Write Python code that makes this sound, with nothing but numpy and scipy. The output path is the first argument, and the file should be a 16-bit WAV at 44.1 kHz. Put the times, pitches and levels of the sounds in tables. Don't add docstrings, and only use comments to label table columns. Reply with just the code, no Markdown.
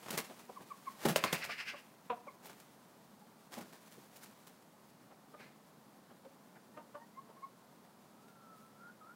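import sys
import numpy as np
from scipy import signal
from scipy.fft import rfft, irfft
from scipy.io import wavfile

SR = 44100
rng = np.random.default_rng(int(sys.argv[2]) if len(sys.argv) > 2 else 0)


def dump(signal):
    limited = np.clip(np.atleast_2d(signal).T, -1, 1)
    pcm = np.round(limited * 32767).astype(np.int16)
    wavfile.write(sys.argv[1], SR, pcm)


N = 403515
TIME = np.arange(N) / SR

# start in seconds, pop level in dB, pop pitch in Hz, relative crack gain in dB,
# feather level in dB, feather tilt in dB per octave, level of the displaced air in dB.
WING_CLAPS = [(.105, -49, 870, 9, -39, 1, -47), (.177, -37, 686, 3, -34, -0.5, -48),
              (1.0538, -23, 316, -8.5, -31, -2.5, -27), (1.1602, -19.5, 564, 2.5, -30.5, -.7, -43),
              (1.2392, -25, 1054, 8, -30, -3.5, -48), (1.3289, -31.5, 860, 8.5, -30, -1.5, -36),
              (2.457, -48.5, 873, 0.5, -52, 4, -66), (3.61, -63, 700, 10, -49, -1.5, -51)]
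# peak time in seconds, thump level in dB, frequency factor, rustle level in dB.
LOW_THUMPS = [(.146, -42.5, 0.94, -41), (.314, -50.5, 1.36, -64), (1.101, -34, 0.96, -33.5),
              (1.48, -55, 0.89, -67), (3.585, -43, 1.37, -51), (3.987, -57, .85, -78)]
# peak time in seconds, level in dB, fall in seconds, tilt in dB per octave.
SOFT_BURSTS = [(.033, -56, 0.016, -3), (0.063, -45, 0.0068, -3.5), (.088, -45, 0.022, -3),
               (.12, -47.5, 0.042, -3), (.184, -36, 0.019, -1.2), (.25, -53, 0.019, -0.5),
               (.301, -49.5, 0.01, -5), (.40, -54, 0.02, -1.5), (.609, -53, 0.014, -7),
               (1.05, -46, 0.09, -2), (1.385, -50, .03, -1), (1.448, -44.5, 0.014, -1),
               (2.465, -55.5, 0.064, -1), (2.50, -49.5, 0.0069, -3), (2.602, -52.5, 0.0068, 0),
               (3.54, -50.5, 0.041, -1.5), (3.735, -55, 0.022, -1.5), (3.926, -58.5, 0.034, 0.5),
               (4.165, -56.5, 0.02, 1), (4.233, -54, 0.032, 0), (4.475, -56, 0.016, 0.5),
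               (5.414, -57.5, 0.054, -4.5), (8.284, -62, .006, -3), (8.59, -69, 0.069, 1)]
# time in seconds, bustle in dB before scaling.
BUSTLE = [(0.0, -60.5), (0.59, -66.5), (0.81, -62.5), (1.04, -66), (1.2, -60), (1.3, -59.5), (1.55, -65),
          (1.78, -68), (2.24, -71.5), (2.6, -67), (3.16, -71.5), (3.49, -72.5), (3.69, -66.5),
          (4.43, -68.5), (4.69, -73.5), (9.15, -74.5)]
# peak time in seconds, level in dB, fall in seconds, pitch in Hz,
# factor on the throat's resonance frequencies, upper band edge in Hz.
LOW_CLUCKS = [(.500, -45, 0.0057, 249, 0.83, 1090), (1.497, -41.5, 0.011, 235, 1.25, 2000),
              (1.743, -47, 0.011, 296, 1.09, 1590), (2.1014, -31.5, .017, 239.6, 0.987, 3650),
              (2.274, -47, .004, 290, 1.04, 890), (5.125, -60, .007, 261, 1.2, 1800),
              (5.348, -50, .005, 293, 1.23, 2200), (6.115, -61, .009, 275, 1.2, 2980),
              (6.256, -49.5, 0.011, 269, 1.05, 755), (6.573, -60.5, .006, 285.5, 1.55, 3000),
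              (6.778, -47.5, .016, 306, 1.04, 2300), (6.953, -45, 0.012, 296, 1.14, 2080),
              (7.305, -57, 0.0095, 302, 0.94, 980)]
# peak time in seconds, level in dB, pitch in Hz, glide in octaves per second,
# relative level of the octave in dB.
HIGH_PIPS = [(.575, -49, 1074, -11.5, -22), (.717, -43, 1118, -11.5, -20), (.880, -41, 1073, -8, -18.5),
             (2.29, -50.5, 1090, -10, -7), (7.19, -46, 1080, 2.5, -26), (7.445, -43.5, 1084, 1.2, -20.5)]
# peak time in seconds, level in dB, pitch in Hz, relative level of the octave in dB.
SOFT_HUMS = [(3.23, -65, 830, -18), (6.76, -65, 930, -6), (7.022, -58, 930, -9), (7.165, -70, 1040, -5),
             (7.38, -62.5, 1075, -23)]
# time in seconds, pitch in Hz, level in dB.
WHINE_NOTES = [
    [(8.17, 1270, -86.5), (8.178, 1266, -71), (8.276, 1360, -76), (8.286, 1455, -71), (8.296, 1366, -73),
     (8.498, 1330, -64.5), (8.534, 1278, -60), (8.572, 1279, -70), (8.64, 1320, -67), (8.736, 1310, -90),
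     (8.868, 1410, -56.5), (8.915, 1475, -64)],
    [(9.005, 1260, -86), (9.017, 1266, -58.5), (9.055, 1270, -65), (9.075, 1356, -61), (9.119, 1420, -59.5),
     (9.15, 1420, -77)],
]
# nominal frequency in Hz, bandwidth in Hz, gain in dB.
QUILL_MODES = [(1560, 140, 10), (2090, 94, 20.7), (2700, 410, 20.2), (3320, 90, 2.7), (4560, 230, 2.2)]
THROAT_FORMANTS = [(225, 28, -5), (495, 62, 8), (670, 99, 1.5), (987, 78, 7), (1410, 470, -6),
                   (2600, 250, -8), (3760, 660, -18.5)]
# nominal frequency in Hz, relative spectral density in dB.
FEATHER_SPECTRUM = [(85, 0), (250, 5.5), (700, 8), (1500, 6.5), (3000, 3.5), (6000, 1.5), (10000, 1),
                    (15500, -0.5)]
THUMP_SPECTRUM = [(40, -28), (112, -64), (158, 12.5), (240, -2), (350, -3.5), (550, 0), (850, -13.5),
                  (1500, -32), (4000, -53)]
SWISH_SPECTRUM = [(200, -14), (700, -16), (1200, -6), (1700, 2.5), (2150, 4.5), (2800, 4.5), (3600, -10),
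                  (5200, -5), (6800, -18.5), (15000, -30)]
OUTDOOR_SPECTRUM = [(25, 0.5), (55, -19.5), (95, -11), (145, -0.5), (215, 2.5), (330, -5.5), (550, -6),
                    (1000, -7.5), (1600, -15.5), (2600, -23.5), (3500, -23), (4500, -23), (6000, -25.5),
                    (15500, -27.5)]
# delay in seconds, gain in dB.
REFLECTIONS = [(.0048, -19), (0.022, -11.5), (.031, -16), (.068, -19.5)]


def claps(pop_build_s=0.0013, crack_s=0.00093, vane_db=-9.0, lag_s=0.003, rise_s=0.0044):
    out, t = np.zeros(N), np.arange(2048) / SR
    for s, level_db, hz, crack_db, feather_db, tilt_db, air_db in WING_CLAPS:
        pop = t / pop_build_s * np.exp(1 - t / pop_build_s) * np.sin(2 * np.pi * hz * t)
        crack = .5 * rng.standard_normal(len(t)) * np.exp(-t / crack_s)
        quills = sum(from_db(db) * resonate(crack, f, width) for f, width, db in QUILL_MODES)
        snap = from_db(crack_db) * (from_db(vane_db) * crack + quills)
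        add(out, s, from_db(level_db) * (pop + snap))
        add(out, *brush(s + lag_s, feather_db, rise_s, fall_s=0.013, tilt_db=tilt_db))
        add(out, *gust(THUMP_SPECTRUM, s + lag_s, air_db, rise_s, fall_s=0.018, speed=1))
    return out


def thumps(rise_s=0.016, fall_s=0.015):
    out = np.zeros(N)
    for s, thump_db, speed, rustle_db in LOW_THUMPS:
        add(out, *gust(THUMP_SPECTRUM, s, thump_db, rise_s, fall_s, speed))
        add(out, *brush(s, rustle_db, rise_s, fall_s, tilt_db=-1.3))
    return out


def sweeps(start_s=1.205, count=8, beat_s=0.075, slowing_s=0.0023, run_db=-41, rise_s=0.03):
    out, s = np.zeros(N), start_s
    for k in range(count):
        level_db = run_db - 6 * (k == 0) - 14.5 * (k == count - 1)
        add(out, *gust(SWISH_SPECTRUM, s, level_db, rise_s, fall_s=0.02, speed=0.9 + 0.015 * k))
        s += beat_s + slowing_s * (k + .5)
    add(out, *gust(SWISH_SPECTRUM, s=5.42, level_db=-58, rise_s=rise_s, fall_s=0.054, speed=0.9))
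    return out


def gust(spectrum, s, level_db, rise_s, fall_s, speed):
    t, shape = swell(rise_s, fall_s)
    air = shape * noise([(hz * speed, db) for hz, db in spectrum], size=len(t))
    return s + t[0], from_db(level_db) * air * np.linalg.norm(shape) / np.linalg.norm(air)


def brush(s, level_db, rise_s, fall_s, tilt_db, flutter_db=2.5):
    t, shape = swell(rise_s, fall_s)
    ticks = noise(FEATHER_SPECTRUM, size=len(t), grain_db=5.5, tilt_db=tilt_db)
    return s + t[0], shape * ticks * from_db(level_db + flutter_db * drift(388.2, size=len(t)))


def clucks(sag_octaves_per_s=2.0, low_hz=240, unsteady=0.039, breathy=0.039, long_fall_s=0.011):
    out = np.zeros(N)
    for s, level_db, fall_s, hz, throat, edge_hz in LOW_CLUCKS:
        rise_s = 0.0057 * 2 ** ((-40 - level_db) / 11)
        t, shape = swell(rise_s, fall_s)
        jitter = unsteady * drift(300, size=len(t))
        breath = breathy * rng.standard_normal(len(t))
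        cycles = np.cumsum(hz * 2 ** (-sag_octaves_per_s * t) * (1 + jitter)) / SR
        cycles -= np.interp(0, t, cycles)
        pulses = np.diff(np.floor(cycles), append=np.floor(cycles[-1]))
        source = (pulses + breath) * shape
        voice = sum((-1) ** k * from_db(db) * resonate(source, f * throat, width)
                    for k, (f, width, db) in enumerate(THROAT_FORMANTS))
        voice = signal.sosfilt(signal.butter(3, [low_hz, edge_hz], "band", fs=SR, output="sos"), voice)
        add(out, s + t[0], from_db(level_db) * voice * np.linalg.norm(shape) / np.linalg.norm(voice))
        rasp_db = -57.5 + 0.4 * (level_db + 50)
        rasp = shape * noise(FEATHER_SPECTRUM, size=len(t), tilt_db=-6.5)
        add(out, s + t[0], from_db(rasp_db) * rasp)
        if fall_s > long_fall_s:
            break_s = s + 1.7 * fall_s
            add(out, *note(break_s, level_db - 9.5, fall_s, fall_s, 3.04 * hz, glide=-2.18, octave_db=-27))
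    return out


def pips_and_hums(pip_fall_s=0.0083, hum_width_s=0.021):
    out = np.zeros(N)
    for s, level_db, hz, glide, octave_db in HIGH_PIPS:
        rise_s = 0.016 + 0.00042 * glide
        add(out, *note(s, level_db, rise_s, pip_fall_s, hz, glide, octave_db))
    for s, level_db, hz, octave_db in SOFT_HUMS:
        add(out, *note(s, level_db, hum_width_s, hum_width_s, hz, glide=1.094, octave_db=octave_db))
    return out


def note(s, level_db, rise_s, fall_s, hz, glide, octave_db, waver=0.017, tremble_db=2.7, lead_s=0.0017):
    t, _ = swell(rise_s, fall_s)
    shape, early = (np.exp(-(u / np.where(u < 0, rise_s, fall_s)) ** 2) for u in (t, t + lead_s))
    pitch_hz = hz * 2 ** (glide * t) * (1 + waver * drift(284.0, size=len(t)))
    phase = 2 * np.pi * np.cumsum(pitch_hz) / SR
    tone = np.sqrt(2) * (shape * np.sin(phase) + from_db(octave_db) * early * np.sin(2 * phase))
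    return s + t[0], from_db(level_db + tremble_db * drift(203, size=len(t))) * tone


def whine(waver=0.0085, tremble_db=3.2, hoarse=0.036):
    effort = sum(np.interp(TIME, s, from_db(level_db), left=0, right=0)
                 for s, _, level_db in map(np.transpose, WHINE_NOTES))
    s, hz, _ = np.vstack(WHINE_NOTES).T
    jitter = waver * drift(150) + hoarse * np.sqrt(effort / effort.max()) * drift(900)
    phase = 2 * np.pi * np.cumsum(np.interp(TIME, s, hz) * (1 + jitter)) / SR
    return np.sqrt(2) * np.sin(phase) * effort * from_db(tremble_db * drift(250))


def soft_bursts(rise_share=0.47):
    out = np.zeros(N)
    for s, level_db, fall_s, tilt_db in SOFT_BURSTS:
        add(out, *brush(s, level_db, rise_share * fall_s, fall_s, tilt_db))
    return out


def scuffle(rest_db=-76, bustle_scale=1.31, patchy_db=2.5):
    s, bustle_db = np.transpose(BUSTLE)
    above_rest_db = bustle_scale * (np.interp(TIME, s, bustle_db) - bustle_db[-1])
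    gain = from_db(rest_db + above_rest_db + patchy_db * drift(40))
    return gain * noise(FEATHER_SPECTRUM, grain_db=4.0, tilt_db=-0.6)


def yard_echoes(x, wall_cut_hz=4500, tail_db=-17.0, tail_t60_s=0.68, build_s=0.054):
    t = np.arange(SR // 2) / SR
    scatter = rng.standard_normal(len(t)) * from_db(-60 * t / tail_t60_s) * np.minimum(t / build_s, 1)
    response = from_db(tail_db) * scatter / np.linalg.norm(scatter)
    for delay_s, level_db in REFLECTIONS:
        add(response, delay_s, from_db([level_db]))
    response = signal.sosfilt(signal.butter(1, wall_cut_hz, fs=SR, output="sos"), response)
    return signal.fftconvolve(x, response)[:N]


def background(outdoor_db=-62, hum_hz=210, hum_width_hz=60, hum_db=-73):
    band = resonate(rng.standard_normal(N), hum_hz, hum_width_hz)
    hum = unit_rms(resonate(band, hum_hz, hum_width_hz))
    return from_db(outdoor_db) * noise(OUTDOOR_SPECTRUM) + from_db(hum_db) * hum


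def noise(spectrum, size=N, grain_db=0., tilt_db=0.):
    white = rng.standard_normal(size) * from_db(grain_db * np.minimum(rng.exponential(1, size), 4))
    octaves = np.log2(np.maximum(np.fft.rfftfreq(size, 1 / SR), 10))
    hz, level_db = np.transpose(spectrum)
    colour_db = np.interp(octaves, np.log2(hz), level_db) + tilt_db * np.maximum(octaves, np.log2(500))
    return unit_rms(irfft(rfft(white) * from_db(colour_db), size))


def resonate(x, hz, width_hz):
    r = np.exp(-np.pi * width_hz / SR)
    feedback = [1, -2 * r * np.cos(2 * np.pi * hz / SR), r * r]
    return signal.lfilter(np.array([1, 0, -1]) * (1 - r * r) / 2, feedback, x + 1e-18)


def swell(rise_s, fall_s):
    t = np.arange(-4096, 12288) / SR
    return t, np.exp(-np.where(t < 0, (t / rise_s) ** 2, t / fall_s))


def drift(rate_hz, size=N):
    knots = rng.standard_normal(size // 20 + 2)
    return np.interp(np.arange(size) * rate_hz / SR, np.arange(len(knots)), knots)


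def from_db(db):
    return 10 ** (np.asarray(db) / 20)


def unit_rms(x):
    return x / np.sqrt(np.mean(x ** 2) + 1e-20)


def add(out, s, sound):
    at = round(s * SR) + np.arange(len(sound))
    inside = (at >= 0) & (at < N)
    out[at[inside]] += sound[inside]


def scene(wing_echo_db=-1.5, call_echo_db=-4.0):
    wings = claps() + thumps() + sweeps() + soft_bursts() + scuffle()
    calls = clucks() + pips_and_hums() + whine()
    echoes = yard_echoes(from_db(wing_echo_db) * wings + from_db(call_echo_db) * calls)
    return (wings + calls + echoes + background())[None]


def record(dry, bass_cut_hz=95, top_cut_hz=15750):
    thin = signal.sosfilt(signal.butter(2, bass_cut_hz, "high", fs=SR, output="sos"), dry)
    return signal.sosfilt(signal.ellip(10, .1, 70, top_cut_hz, fs=SR, output="sos"), thin)


dry = scene()
out = record(dry)
dump(out)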